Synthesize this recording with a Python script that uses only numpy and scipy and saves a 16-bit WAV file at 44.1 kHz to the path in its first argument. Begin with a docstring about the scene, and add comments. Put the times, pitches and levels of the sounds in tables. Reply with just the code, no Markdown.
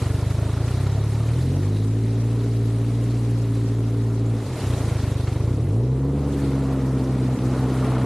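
"""An outboard jet motor pushes a flat boat along a river, the throttle opened, closed and opened again.
Each firing is an impulse that excites resonances of the wet exhaust and, fainter, of the leg and cowling.
Exhaust gas churns the water and the jet throws hissing spray behind the stern: both are coloured noise.
Single drops slap the hull as short decaying noise bursts."""
import sys
import numpy as np
from scipy import signal
from scipy.fft import rfft, irfft
from scipy.io import wavfile
from scipy.ndimage import uniform_filter1d

SR = 44100
rng = np.random.default_rng(int(sys.argv[2]) if len(sys.argv) > 2 else 0)


def materialize(psi):
    """Save the field psi as 16-bit PCM at rate SR to the path in sys.argv[1].

    A 1-D psi becomes a single channel; in a 2-D psi each row is a channel.
    """
    bounded = np.clip(np.atleast_2d(psi).T, -1, 1)
    quanta = np.round(bounded * 32767).astype(np.int16)
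    wavfile.write(sys.argv[1], SR, quanta)


N = 355005

# Firing rate of the engine: t/s, firings per second/Hz
FIRING_RATE = [(0.0, 24.61), (0.08, 23.94), (0.6, 27.66), (0.82, 33.28), (1.27, 37.63), (1.68, 51.28),
               (1.94, 55.28), (2.34, 57.67), (2.68, 56.46), (3.11, 58.84), (3.49, 56.81), (4.41, 56.39),
               (4.48, 43.64), (4.71, 29.15), (5.01, 24.81), (5.39, 24.2), (5.58, 35.5), (5.71, 52.57),
               (5.83, 62.18), (6.18, 71.96), (6.59, 67.33), (7.3, 63.68), (7.74, 64.44), (8.05, 62.99)]
# Four cylinders in firing order, at full inequality: extra strength/1, lateness/firing intervals
CYLINDERS = [(0.41, -0.026), (-0.91, 0.049), (-0.39, -0.058), (0.13, -0.056)]
# How unequally the cylinders fire: t/s, share in the exhaust/1, share in the cowling/1
INEQUALITY = [(0, .16, .3), (1.5, .06, .35), (4.4, .06, .4), (4.8, .16, .3), (5.8, .1, .3), (6.3, .14, .4),
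              (8.05, .15, .4)]
# Exhaust resonances: f/Hz, width/Hz, relative level/dB
EXHAUST_MODES = [(44, 190, -16), (113.5, 28.3, 11), (152, 30, -12.5)]
# Cowling resonances: f/Hz, width/Hz, relative level/dB
COWLING_MODES = [(215, 40, -6), (272, 26, 0), (392, 24, -4)]
# Exhaust thump before its dips: t/s, level/dB
THUMP_LEVEL = [(0, -21.5), (.72, -22), (.8, -20.5), (4.36, -21.5), (4.43, -29.5), (4.6, -22.5),
               (4.66, -21.5), (5.4, -23), (5.45, -20), (5.7, -20), (6.1, -23), (6.3, -23.5), (8.05, -22.5)]
# Brief dips of the thump: t/s, depth/dB
THUMP_DIPS = [(4.59, 10), (4.78, 2.5), (6.14, 1), (6.34, 1), (7.38, 10)]
# Cowling ring, strong only with the throttle open: t/s, level/dB
RING_LEVEL = [(0, -43), (1.2, -42), (1.5, -32), (4.38, -31.5), (4.5, -45), (5.5, -44), (5.95, -31),
              (6.45, -26), (8.05, -27)]
# Water churned by the exhaust: t/s, level/dB
CHURN_LEVEL = [(0, -33.5), (1.2, -34.5), (1.5, -31.5), (2, -34.5), (4.3, -34), (4.75, -30.5), (5.25, -32.5),
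               (5.75, -29.5), (8.05, -29.5)]
# Spectrum of the churned water: f/Hz, relative level per Hz/dB
CHURN_SPECTRUM = [(15, -19), (40, -22), (86, -8.5), (125, 4.5), (170, -4.5), (205, -2), (270, 0.5),
                  (340, -0.5), (400, -1.5), (490, -4.5), (560, -11.5), (760, -20), (1000, -22), (1300, -33)]
# Moving water: t/s, mean wash level/dB, reference spray level/dB
WATER_LEVEL = [(0, -37, -42), (.3, -43.5, -45), (.56, -40.5, -45.5), (.72, -40, -43), (1.0, -42.5, -46.5),
               (1.32, -43, -44.5), (1.8, -47.5, -48.5), (3.3, -45.5, -47.5), (4.25, -46, -50),
               (4.46, -45, -45.5), (4.6, -36.5, -41), (4.85, -40, -41.5), (5.27, -42.5, -45.5),
               (5.9, -48, -53.5), (6.12, -45.5, -52.5), (6.39, -40, -45.5), (6.7, -41, -49),
               (7.3, -40, -47.5), (7.85, -34, -44), (8.05, -36.5, -46.5)]
# Spectrum of the wash: f/Hz, relative level per Hz/dB
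WASH_SPECTRUM = [(350, -24), (600, 1), (753, -3), (1430, -8.5), (1550, -15.5), (1910, -16), (2600, -23),
                 (3380, -27), (5720, -120)]
# Spectrum of the spray: f/Hz, relative level per Hz/dB
SPRAY_SPECTRUM = [(1120, -9), (1900, 0), (3210, -4), (4030, -2.5), (4940, -5.5), (10500, -8.5),
                  (13100, -20), (14300, -28)]
# Mean level of a narrow hiss near 4 kHz: t/s, level against the spray/dB
AIRY_LEVEL = [(0, -19), (1.2, -13.5), (3.5, -21), (4.4, -15), (5.5, -25), (8.05, -12)]
# Colour of the stereo difference, added to the spray spectrum: f/Hz, relative level/dB
SIDE_COLOUR = [(2800, -60), (3100, -4), (5000, -3), (7400, -3), (8200, -8), (10500, -9), (12800, -6),
               (13300, -30)]
# Drops on the hull: t/s, relative level/dB, f/Hz
HULL_DROPS = [(0.061, -39, 1080), (0.309, -38, 732), (0.679, -37, 1190), (0.866, -34, 703),
              (0.895, -39, 703), (4.609, -46, 869), (4.997, -39, 711), (5.037, -44, 708), (5.117, -45, 721),
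              (5.208, -41, 719), (5.272, -34, 746), (7.387, -40, 1130), (7.846, -37, 1170)]

FIRST_FIRING = 0.599   # share of a firing interval gone at the start
RING_LAG_S, PUFF_LAG_S = 0.0029, 0.004   # delays against the firing count
DIP_S = 0.03   # from the middle of a dip to 1/e of its depth in dB
WHINE_ORDER = 7   # whine cycles per firing
WHINE_DB, WHINE_FULL_AT_RING_DB = -42.0, -32.0   # mean full level; ring level below which it falls
BOOM_GONE_PER_S, BOOM_FADE_PER_S = 36.5, 13   # firing rate that ends the idle boom; span of its fade
SURGE_DB, SURGES_PER_S = 1.04, 3.1   # random surging of the wash: spread, low-pass corner
CUTOFF_HZ = 14600


def motor(count):
    """Source-filter principle: the firings drive exhaust and cowling as two click trains, each with its own
    unevenness; a whine is locked to their rate."""
    in_exhaust, in_cowling = in_time(INEQUALITY)
    thump = exhaust_thump(firings(count, in_exhaust, jitter=0.004, scatter_db=6.0))
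    ring = cowling_ring(firings(count, in_cowling, jitter=0.003, scatter_db=1.5))
    ring_db, = in_time(RING_LEVEL)
    thump = from_db(thump_db()) * evened(thump)
    ring = from_db(ring_db) * evened(later(ring, RING_LAG_S))
    return thump - ring + whine(count, ring_db)


def firings(count, unequal, jitter, scatter_db):
    """Periodic excitation: a click per firing, with cylinder habits and chance; scatter at full inequality."""
    whole = np.arange(1, int(count[-1]))
    share = np.interp(whole, count, unequal)
    extra, late = share * np.array(CYLINDERS)[whole % 4].T
    chance = rng.standard_normal((len(whole), 2))
    due = whole + late + jitter * chance[:, 0]   # in firing intervals
    at = np.interp(due, count, np.arange(N)).astype(int)
    clicks = np.zeros(N)
    clicks[at] = (1 + extra) * from_db(scatter_db * share * chance[:, 1])
    return clicks


def exhaust_thump(clicks):
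    """Resonance: each click rings the exhaust modes, with a deeper boom added at low speed."""
    thump = band_pass(resonances(clicks, EXHAUST_MODES), 36, 190, order=2)
    thump = signal.lfilter(*signal.butter(1, 70, fs=SR), thump)   # the water column softens the blow
    idling = np.clip((BOOM_GONE_PER_S - in_time(FIRING_RATE)[0]) / BOOM_FADE_PER_S, 0, 1)
    boom = resonances(thump, [(57.3, 48, 9.5)])   # f/Hz, width/Hz, level/dB
    return thump + idling * boom


def thump_db():
    """Amplitude modulation: the level curve of the thump, lowered by short bell-shaped dips."""
    t = np.arange(N) / SR
    dips = sum(depth_db * np.exp(-((t - s) / DIP_S) ** 2) for s, depth_db in THUMP_DIPS)
    return in_time(THUMP_LEVEL)[0] - dips


def cowling_ring(clicks):
    """Resonance: the clicks excite the cowling modes, confined to a band."""
    ring = resonances(clicks, COWLING_MODES, turn=1)
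    return band_pass(ring, 175, 310, order=3)


def whine(count, ring_db):
    """Harmonic locking: a sine at a multiple of the firing rate, weakening with a faint cowling ring."""
    tone = np.sqrt(2) * np.sin(2 * np.pi * WHINE_ORDER * count)
    level_db = WHINE_DB + np.minimum(ring_db - WHINE_FULL_AT_RING_DB, 0) + 0.56 * drift(4.0)
    return from_db(level_db) * tone


def gas_puffs(count, per_s):
    """Periodic modulation: gas bursts into the water once a firing; bursts merge as the engine speeds up."""
    cycle = np.cos(2 * np.pi * (later(count, PUFF_LAG_S) - 0.15))
    return cycle * per_s[0] / per_s


def churn(puff):
    """Turbulence noise: water churned by exhaust gas, modulated by the puffs."""
    water = rush(CHURN_SPECTRUM, patchy_db=0.26, flicker_per_s=13)
    return from_db(in_time(CHURN_LEVEL)[0]) * (1 + 0.13 * puff) * water


def wash(puff, wash_db):
    """Turbulence noise: the wash surges at random and pulses with the puffs."""
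    water = rush(WASH_SPECTRUM, patchy_db=1.14, flicker_per_s=18)
    return from_db(wash_db + SURGE_DB * drift(SURGES_PER_S)) * (1 + 0.22 * puff) * water


def spray(puff, spray_db):
    """Superposition: puff-modulated broad and narrow noise join the ringing of many small drops."""
    narrow = rms_one(resonances(rng.standard_normal(N), [(3920, 340, 0)]))
    airy = from_db(in_time(AIRY_LEVEL)[0] + 5.2 * drift(8.0)) * narrow
    broad = rush(SPRAY_SPECTRUM, patchy_db=2.15, flicker_per_s=33)
    hiss = (1 + 0.082 * puff) * (broad + airy) + from_db(-8) * droplets(per_s=260.0)
    return from_db(spray_db - 1.5) * hiss


def droplets(per_s):
    """Shot noise: random clicks of uneven size and either sign ring briefly as small drops."""
    size_db = 3.6 * np.minimum(rng.exponential(1, N), 4)
    struck = rng.random(N) < per_s / SR
    clicks = struck * from_db(size_db) * rng.choice([-1, 1], N)
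    return rms_one(resonances(clicks, [(1520, 1200, 6.0), (4130, 1100, -5), (7000, 6000, -16)]))


def spray_side(spray_db):
    """Decorrelation: independent treble noise, opposite in the two channels, widens the spray."""
    colour = [(hz, at_hz(SPRAY_SPECTRUM, hz) + db) for hz, db in SIDE_COLOUR]
    return from_db(spray_db - 8.5) * rush(colour, patchy_db=3.5, flicker_per_s=15)


def slaps():
    """Impact and decay: each drop on the hull is a short noise burst round its own pitch."""
    out, t = np.zeros(N + SR), np.arange(int(0.033 * SR)) / SR
    bursts = rng.standard_normal((len(HULL_DROPS), len(t)))
    for (s, level_db, hz), burst in zip(HULL_DROPS, bursts):
        sound = rms_one(resonances(burst, [(hz, hz, 0), (4000, 3000, -13)]))
        start = round(s * SR)
        out[start:][:len(t)] += from_db(level_db + 1) * sound * np.exp(-t / 0.0097)
    return signal.sosfilt(signal.butter(3, 7500, fs=SR, output="sos"), out[:N])


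def rush(spectrum, patchy_db, flicker_per_s):
    """Filtered noise of rms 1: third-octave bands swell partly together, partly alone."""
    hz = np.maximum(np.fft.rfftfreq(N, 1 / SR), 1)
    low, high = spectrum[0][0], spectrum[-1][0]
    gain = from_db(at_hz(spectrum, hz)) * (hz > low) * (hz < high)
    colour = gain * rfft(rng.standard_normal(N))
    out, together = 0, drift(flicker_per_s)
    place = 3 * np.log2(hz / low)   # in third octaves
    for k in range(int(place[hz < high][-1]) + 2):
        overlap = np.cos(np.pi / 2 * np.clip(place - k, -1, 1)) ** 2   # neighbours sum to one
        band = irfft(colour * overlap, N)
        out = out + band * from_db(patchy_db * (0.26 * together + drift(flicker_per_s)))
    return rms_one(out)


def resonances(x, modes, turn=-1):
    """Parallel resonators: turn -1 alternates their signs, turn 1 leaves a notch between neighbours."""
    out = 0
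    for k, (hz, width_hz, level_db) in enumerate(modes):
        r = np.exp(-np.pi * width_hz / SR)   # a wider mode decays faster
        zeros = (1 - r * r) / 2 * np.array([1, 0, -1])
        poles = [1, -2 * r * np.cos(2 * np.pi * hz / SR), r * r]
        out = out + turn ** k * from_db(level_db) * signal.lfilter(zeros, poles, x + 1e-18)
    return out


def band_pass(x, low_hz, high_hz, order):
    """Band limitation: a Butterworth filter passes the range between two corners."""
    return signal.sosfilt(signal.butter(order, [low_hz, high_hz], "band", fs=SR, output="sos"), x)


def drift(rate):
    """Slow random fluctuation of spread 1: noise through two one-pole low-passes with corner rate/Hz."""
    r = np.exp(-80 * np.pi * rate / SR)   # computed on every 40th sample
    noise = rng.standard_normal(N // 40 + 2002)
    slow = signal.lfilter([1], [1, -2 * r, r * r], noise)[2000:]
    return np.interp(np.arange(N) / 40, np.arange(len(slow)), rms_one(slow))


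def evened(x):
    """Level normalisation: running rms is held near 1, so that a curve alone sets the level."""
    size = int(0.16 * SR)
    power = uniform_filter1d(uniform_filter1d(x ** 2, size), size)
    return x / np.sqrt(power + 1e-20)


def later(x, seconds):
    """Propagation delay by interpolation."""
    return np.interp(np.arange(N) - seconds * SR, np.arange(N), x)


def in_time(rows):
    """Linear interpolation: the columns of a time table, one value a sample."""
    s, *columns = np.transpose(rows)
    return [np.interp(np.arange(N) / SR, s, c) for c in columns]


def at_hz(points, hz):
    """Spectral interpolation on a log-frequency axis."""
    table_hz, level_db = np.array(points).T
    return np.interp(np.log(hz), np.log(table_hz), level_db)


def from_db(db):
    """Logarithmic level: decibels to amplitude gain."""
    return 10 ** (np.asarray(db) / 20)


def rms_one(x):
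    """Power normalisation: scale to rms 1."""
    return x / np.sqrt(np.mean(x ** 2) + 1e-20)


def scene():
    """Superposition: motor, water and drops in the middle, with spray spread between left and right."""
    per_s = in_time(FIRING_RATE)[0]
    count = FIRST_FIRING + np.cumsum(per_s) / SR   # firings so far
    wash_db, spray_db = in_time(WATER_LEVEL)
    puff = gas_puffs(count, per_s)
    mid = motor(count) + churn(puff) + wash(puff, wash_db) + spray(puff, spray_db) + slaps()
    side = spray_side(spray_db)
    return np.array([mid + side, mid - side])


def record(dry):
    """Band limitation: a steep low-pass holds the top at least 38 dB down above the cutoff."""
    return signal.sosfilt(signal.cheby2(16, 38, CUTOFF_HZ, fs=SR, output="sos"), dry)


dry = scene()
out = record(dry)
materialize(out)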